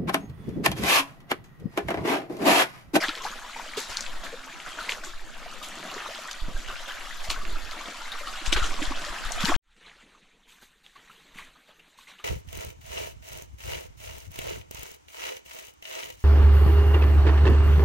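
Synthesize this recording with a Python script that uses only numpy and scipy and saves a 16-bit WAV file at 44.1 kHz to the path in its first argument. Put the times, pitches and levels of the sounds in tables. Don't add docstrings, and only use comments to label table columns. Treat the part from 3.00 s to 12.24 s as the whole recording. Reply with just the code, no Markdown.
import sys
import numpy as np
from scipy import signal
from scipy.fft import rfft, irfft, next_fast_len
from scipy.io import wavfile
from scipy.ndimage import uniform_filter1d, map_coordinates

SR = 44100
rng = np.random.default_rng(int(sys.argv[2]) if len(sys.argv) > 2 else 0)


def pcm_store(signal):
    levels = np.round(np.clip(np.atleast_2d(signal), -1, 1) * 32767)
    wavfile.write(sys.argv[1], SR, levels.astype(np.int16).T)


N = 407484
CUT_S = 6.564


def amp(db):
    return 10 ** (np.asarray(db) / 20)

def unit(x):
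    return x / np.sqrt(np.mean(x ** 2) + 1e-20)

def along(points, hz):
    knots_hz, values = np.transpose(points)
    return np.interp(np.log(hz + 1), np.log(knots_hz + 1), values)

def curves(rows):
    times, *columns = np.transpose(rows)
    return [np.interp(np.arange(N) / SR, times, column) for column in columns]

def wobble(rate):
    return map_coordinates(rng.standard_normal(int(N * rate / SR) + 4), [np.arange(N) * rate / SR])

def filtered(x, response):
    size = next_fast_len(N + SR // 4)
    return irfft(rfft(x, size) * response(np.fft.rfftfreq(size, 1 / SR)), size)[..., :N]

def panned(db):
    return amp([np.asarray(db) / 2, -np.asarray(db) / 2])

def add_at(out, start_s, sound):
    span = out[:, round(start_s * SR):][:, :sound.shape[1]]
    span += sound[:, :span.shape[1]]


def turbulence(patchy_db):
    spectra = signal.stft(rng.standard_normal((2, N), dtype=np.float32), nperseg=256)[2]
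    patches = uniform_filter1d(rng.standard_normal(spectra.shape[1:]), size=4, axis=0)
    patches = uniform_filter1d(patches, size=10, axis=1)
    return unit(signal.istft(spectra * amp(patchy_db * unit(patches)), nperseg=256)[1][:, :N])


def bubbles(count, low_hz, high_hz, cycles, spread_db, samples):
    when, pitch, life = rng.random((count, 3)).T[:, :, None]
    hz = low_hz * (high_hz / low_hz) ** pitch
    turns = np.arange(samples, dtype=np.float32) / SR * hz.astype(np.float32)
    age = turns / (cycles * (0.25 + 1.2 * life)).astype(np.float32)
    strength = hz * amp(spread_db * rng.standard_normal((count, 1)))
    ring = strength * age * np.exp(-5 * age) * np.sin(2 * np.pi * turns * (1 + 0.11 * age))
    positions = (when * N).astype(int) + np.arange(samples)
    return unit(np.bincount(positions.ravel(), ring.ravel(), N + samples)[:N])


def bank_scatter(x, wet_db, t60_s):
    step, t = SR // 4, np.arange(SR // 4) / SR
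    pieces = np.pad(x, (0, -N % step)).reshape(-1, step)
    response = rng.standard_normal((2, len(pieces), step)) * amp(-60 * t / t60_s)
    response *= amp([[[wet_db]], [[0]]]) / np.linalg.norm(response[0], axis=-1).mean()
    response[0, :, 0] += 1
    wash = np.pad(signal.fftconvolve(pieces[None], response, axes=2), ((0, 0), (0, 0), (0, 1)))
    wash[:, 1:, :step] += wash[:, :-1, step:]
    return wash[:, :, :step].reshape(2, -1)[:, :N]


def water_layers():
    rush = turbulence(patchy_db=3.0)
    gurgle = bubbles(count=900, low_hz=225.6, high_hz=892, cycles=5.6, spread_db=5.0, samples=1500)
    babble = bubbles(count=5500, low_hz=634, high_hz=4975, cycles=10.5, spread_db=4.2, samples=480)
    spray = bubbles(count=8000, low_hz=3880, high_hz=13100, cycles=4.8, spread_db=6.5, samples=64)
    # (low edge [Hz], high edge [Hz], bubble share of the power at clarity 1, bubbles)
    bands = [(105, 520, 0.13, gurgle), (776, 7300, 0.38, babble), (4610, 11900, 0.4, spray)]
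    return [(low_hz, high_hz, share, rush, unit(bank_scatter(pops, wet_db=-2.3, t60_s=0.18)))
            for low_hz, high_hz, share, pops in bands]


def stream(layers, splashes, flow, spectrum, width, spray_db, clarity):
    babble_db, gurgle_db = curves(flow)
    levels_db = gurgle_db, babble_db, babble_db + spray_db
    surge = wobble(14)
    out = np.zeros((2, N))
    for (low_hz, high_hz, share, rush, pops), db, splash_power in zip(layers, levels_db, splashes):
        water = np.sqrt(1 - share * clarity) * rush + np.sqrt(share * clarity) * pops
        band = lambda hz: 1 / np.sqrt((1 + (low_hz / (hz + 1)) ** 8) * (1 + (hz / high_hz) ** 8))
        colour = lambda hz: amp(along(spectrum, hz) + [0 * hz, along(width, hz)])
        mid, side = filtered(water, lambda hz: band(hz) * colour(hz))
        flow_power = amp(db + 0.29 * surge + 0.56 * wobble(35)) ** 2
        out += np.sqrt(flow_power + splash_power) / np.std(mid) * np.array([mid + side, mid - side])
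    return out


# (time [s], babble level [dB], gurgle level [dB])
CLOSE_FLOW = [(0.0, -41.5, -51), (0.54, -44, -57), (1.12, -44.5, -53.5), (1.45, -46, -56.5),
              (1.86, -42, -52.5), (2.1, -51, -53), (2.35, -47, -55.5), (2.9, -41.5, -47.5),
              (3.17, -41.5, -60.5), (3.48, -46, -50.5), (3.95, -42, -59), (4.49, -43.5, -49),
              (5.16, -41, -56.5), (5.92, -38.5, -43.5), (6.41, -38, -50), (6.5, -64.5, -58)]
# (frequency [Hz], relative level [dB])
CLOSE_SPECTRUM = [(60, -38), (100, -6), (223, 0), (439, -6.5), (642, 6), (863, 0.5), (1290, 5.5),
                  (2380, -1), (3410, -3.5), (5090, -16.5), (7500, -18), (8300, -25), (12400, -25),
                  (13700, -24.5), (15600, -42.5)]
# (frequency [Hz], side over mid [dB])
CLOSE_WIDTH = [(100, -11), (300, -12.5), (1000, -9.5), (4000, -6), (8000, -6), (15000, -1.5)]
# (frequency [Hz], left over right [dB])
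CLOSE_BALANCE = [(100, -8), (300, 1), (3000, 1), (8000, 2), (15000, 6.5)]

def close_stream(layers, splashes):
    water = stream(layers, splashes, CLOSE_FLOW, CLOSE_SPECTRUM, CLOSE_WIDTH, spray_db=-7.5, clarity=0.79)
    return filtered(water, lambda hz: panned(along(CLOSE_BALANCE, hz)))


# (time [s], level [dB])
SWAY_LEVELS = [
    [(0.0, -47), (0.98, -45.5), (1.08, -32.5), (1.5, -50), (2.15, -37.5), (3.29, -55.5), (3.44, -34),
     (3.93, -44), (4.49, -27.5), (4.92, -46), (5.63, -27.5), (6.26, -38), (6.5, -25)],
    [(6.65, -59), (7.1, -68), (8.26, -69), (8.42, -49), (8.6, -70), (9.24, -69)],
]
# (frequency [Hz], relative level [dB])
CLOSE_RUMBLE = [(2, -24), (4, 8.5), (16, 0), (30, -14), (60, -30), (120, -46.5), (300, -120)]
DISTANT_RUMBLE = [(2, -36), (5, 9), (30, 2), (60, -6.5), (110, -57), (300, -120)]

def camera_sway(levels, spectrum, side_gain):
    mid, side = filtered(rng.standard_normal((2, N)), lambda hz: amp(along(spectrum, hz)))
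    return amp(curves(levels)[0]) * np.array([mid + side_gain * side, mid - side_gain * side]) / np.std(mid)


# (time [s], babble level [dB], spray over babble [dB], 60 dB decay time [s])
FOOT_SPLASHES = [(0.001, -32, -5, 0.5), (0.023, -25.5, -11, 0.25), (0.233, -34, -6, 0.36),
                 (0.56, -39.5, -8.5, 1), (0.767, -33.5, 2.5, 0.35), (0.892, -39.5, -2.5, 0.96),
                 (1.232, -35.5, -8, 0.31), (1.665, -34, -15, 0.18), (1.787, -41.5, -6, 1),
                 (1.891, -35, -0.5, 0.29), (2.034, -41.5, 0, 0.49), (2.625, -41.5, 5, 0.26),
                 (2.96, -39, -20, 1), (3.31, -36, 8, 0.05), (3.673, -36, -13, 0.53), (3.874, -37, -10, 0.4),
                 (4.238, -34.5, -3.5, 0.15), (4.297, -28, -1, 0.17), (4.712, -39.5, -10, 0.42),
                 (4.77, -40, -28, 1), (5.119, -35, -19, 0.13), (5.272, -41, -5, 0.4), (5.455, -37, 5, 0.22),
                 (5.522, -21.5, 3, 0.088), (5.56, -24.5, -10, 0.23), (5.62, -35.5, -1.5, 0.65),
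                 (5.824, -33, -1, 0.22), (6.014, -38, -9, 0.73), (6.122, -31, -20, 0.11),
                 (6.319, -49, 2.5, 0.36), (6.4, -28.5, -8.5, 0.6), (6.445, -27.5, -1.5, 0.3),
                 (6.479, -27, -11, 0.47), (6.799, -54, -13, 0.59), (6.855, -46.5, -27, 0.42),
                 (6.997, -47, -17, 0.2), (7.475, -57, -2, 0.99), (7.61, -50.5, -0.5, 0.22),
                 (7.83, -58.5, -3, 0.56), (7.949, -50.5, -25, 0.3), (8.097, -59.5, -1.5, 0.6),
                 (8.34, -47, -8, 0.34), (8.37, -40, -11.5, 0.35), (8.681, -49, -28, 0.19),
                 (8.972, -52.5, -1, 0.38), (9.072, -46, -10, 0.36), (9.186, -50, -19, 0.29)]

def wading():
    power, t = np.zeros((3, N)), np.arange(SR // 2) / SR
    for start_s, db, spray_db, t60_s in FOOT_SPLASHES:
        gurgle_db, rise_s = (-12.5, 0.0044) if start_s < CUT_S else (-11.5, 0.012)
        envelope = amp(db - 60 * t / t60_s) * (1 - np.exp(-t / rise_s))
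        add_at(power, start_s, (amp([[gurgle_db], [0], [spray_db]]) * envelope) ** 2)
    return power


# (time [s], level [dB], nominal frequency [Hz])
BIG_BUBBLES = [(0.022, -22, 1627), (0.036, -14.5, 1702), (0.044, -21.5, 1946), (0.085, -25, 300),
               (0.091, -21, 1393), (0.25, -22, 857), (0.268, -26, 980), (0.444, -31, 990), (0.56, -27, 910),
               (0.594, -27.5, 942), (0.773, -21.5, 425), (1.323, -26.5, 492), (1.336, -24, 500),
               (1.66, -28, 1500), (1.785, -19, 1464), (1.805, -26, 1365), (1.888, -22, 2094),
               (2.034, -26, 1524), (2.459, -31, 716), (2.521, -30, 1325), (2.965, -29, 414),
               (3.056, -23.5, 1046), (3.088, -30, 560), (3.1, -26.5, 640), (3.185, -31.5, 640),
               (3.697, -25, 1180), (3.895, -28, 3200), (3.907, -25, 1710), (4.268, -29, 650),
               (4.36, -25, 1530), (5.117, -23, 3780), (5.151, -29, 1204), (5.269, -30, 3080),
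               (5.522, -19, 2960), (5.525, -22.5, 330), (5.572, -22.5, 380), (5.56, -20.5, 1100),
               (5.71, -23, 975), (5.787, -27, 1088), (5.818, -17, 297), (5.906, -23.5, 290),
               (5.916, -25.5, 1124), (6.306, -25.5, 716), (6.345, -30, 700), (6.375, -28, 720),
               (6.437, -16.5, 195.6), (6.482, -19, 290), (6.491, -18.5, 1074), (6.497, -20, 320),
               (6.515, -18, 718), (6.519, -17, 1137), (7.147, -46, 1224), (7.956, -38, 1130),
               (8.096, -38, 1330), (8.357, -40, 220), (8.39, -34, 1150), (8.555, -44.5, 1256),
               (8.69, -47, 620), (8.794, -40, 2800), (9.07, -40, 2120), (9.185, -39, 2910),
               (9.197, -39, 1210)]

def plops(t60_s=0.049, rise_s=0.0032, close_left_db=2.5):
    out, t = np.zeros((2, N)), np.arange(SR // 6) / SR
    for start_s, db, hz in BIG_BUBBLES:
        phase = 2 * np.pi * hz * t * (0.95 + 0.13 * t / t60_s)
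        roughness = 1 + 0.63 * unit(uniform_filter1d(rng.standard_normal(len(t)), 1 + int(2 * SR / hz)))
        envelope = amp(db - 60 * t / t60_s) * (1 - np.exp(-t / rise_s))
        gains = panned(close_left_db * (start_s < CUT_S))[:, None]
        add_at(out, start_s, gains * envelope * roughness * np.sin(phase))
    return out


# (time [s], peak level [dB], centre frequency [Hz], left over right [dB])
TWIG_SNAPS = [(0.0841, -13.5, 3360, 1.5), (0.0917, -16, 3210, 1.5), (0.153, -22, 3600, 2.0),
              (0.1755, -26, 2840, 1.5), (0.9704, -11.5, 5040, 3.5), (1.0076, -18, 5960, 6),
              (1.0244, -28, 4370, 2.0), (1.064, -23.5, 2880, 5), (1.6015, -27, 2450, 2.0),
              (1.8936, -14.5, 2700, 1), (1.921, -16.5, 2550, 2), (2.9145, -26.5, 3390, -4),
              (3.15, -26, 3250, -1), (3.3117, -25.5, 3030, 4.5), (3.3308, -25.5, 5100, 1.5),
              (4.3021, -14, 3500, 2.0), (4.4518, -25, 2620, -8), (4.7117, -25, 3890, 6),
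              (5.4625, -19.5, 2980, 3.5), (5.5273, -13.5, 2850, 7), (5.5635, -20.5, 2470, 8),
              (5.7404, -29, 3260, 5.5), (5.8248, -20, 2540, 4), (5.8536, -24, 3580, 6),
              (6.0496, -24.5, 4630, 6), (6.32, -20.5, 6760, 9), (6.4314, -17, 3330, 5),
              (6.455, -16, 3800, 13.5), (6.553, -21.5, 2840, 8.5), (7.864, -37, 2720, 0.0)]

def snaps(t60_s=0.0064, tail_db=-15.5, tail_t60_s=0.13):
    out, t = np.zeros((2, N)), np.arange(SR // 10) / SR
    for start_s, db, hz, pan_db in TWIG_SNAPS:
        crack = rng.standard_normal(len(t)) * (amp(-60 * t / t60_s) + amp(tail_db - 60 * t / tail_t60_s))
        crack[0] += 2.5
        resonance = signal.butter(2, [hz * 0.75, hz * 1.28], "bandpass", fs=SR, output="sos")
        snap = signal.sosfilt(resonance, crack)
        add_at(out, start_s, panned(pan_db)[:, None] * amp(db) * snap / np.abs(snap).max())
    return out


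# (time [s],
# level [dB], frequency [Hz], left over right [dB])
HAND_JOLTS = [(0.898, -40, 60, 15), (3.42, -18.5, 22, -2), (3.484, -25.5, 194, -9), (3.547, -17, 19, -2),
              (3.685, -29, 22, -4), (4.288, -25, 49, -4), (4.371, -27, 20, -3), (4.528, -19, 19, -3),
              (4.644, -32, 34, -11), (5.477, -21, 32, 21), (5.558, -19, 40, 11), (5.62, -20, 36, 19),
              (5.877, -26, 30, 17), (6.10, -29.5, 23, 9), (6.255, -24.5, 27, 9.5), (6.528, -23, 9.4, 27)]

def camera_jolts(cycles_per_60_db=4.3):
    out, t = np.zeros((2, N)), np.arange(SR // 2) / SR
    for start_s, db, hz, pan_db in HAND_JOLTS:
        swing = amp(db - 60 * t * hz / cycles_per_60_db) * np.sin(2 * np.pi * hz * t)
        add_at(out, start_s, panned(pan_db)[:, None] * swing)
    return out


# (time [s], babble level [dB], gurgle level [dB])
DISTANT_FLOW = [(6.75, -68, -78), (6.96, -59.5, -69.5), (7.29, -66, -68), (7.84, -68.5, -75),
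                (8.04, -59, -66.5), (8.84, -63.5, -68), (9.24, -61.5, -74)]
# (frequency [Hz], relative level [dB])
DISTANT_SPECTRUM = [(60, -50), (100, -16), (163, -0.5), (333, -10), (670, -7), (1040, -4), (2100, -2),
                    (3900, -7.5), (4600, -17.5), (5250, -24), (6200, -18), (8000, -20), (11100, -25),
                    (12600, -16), (14000, -19), (15600, -39.5)]
# (frequency [Hz], side over mid [dB])
DISTANT_WIDTH = [(200, -24), (1500, -56), (8000, -28), (11000, -12), (12500, 1), (15000, 2)]

def distant_stream(layers, splashes):
    return stream(layers, splashes, DISTANT_FLOW, DISTANT_SPECTRUM, DISTANT_WIDTH,
                  spray_db=-8.5, clarity=0.3)


# (time [s], gain [dB])
TREBLE_GAIN = [(0, -2.5), (5.3, -0.5), (5.5, -8.5), (6.5, -2), (6.6, -14), (7.35, -15), (7.5, -3.5)]

def treble_shelf(x, corner_hz=10800):
    treble = filtered(x, lambda hz: 1 / (1 + (corner_hz / (hz + 1)) ** 12))
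    return x + (amp(curves(TREBLE_GAIN)[0]) - 1) * treble


def scene():
    t = np.arange(N) / SR
    layers, splashes, snaps_and_plops = water_layers(), wading(), snaps() + plops()
    close = close_stream(layers, splashes * (t < CUT_S)) + snaps_and_plops + camera_jolts()
    close += camera_sway(SWAY_LEVELS[0], CLOSE_RUMBLE, side_gain=0.39)
    after_cut = t > CUT_S + 0.2
    distant = distant_stream(layers, splashes * after_cut) + snaps_and_plops * after_cut
    distant += camera_sway(SWAY_LEVELS[1], DISTANT_RUMBLE, side_gain=0.046)
    fade_in = np.clip((t - 6.62) / 0.12, 0, 1)
    return treble_shelf(np.where(t < CUT_S, close, distant * fade_in))


def record(dry):
    return filtered(dry, lambda hz: hz < 15757)


dry = scene()
out = record(dry)
pcm_store(out)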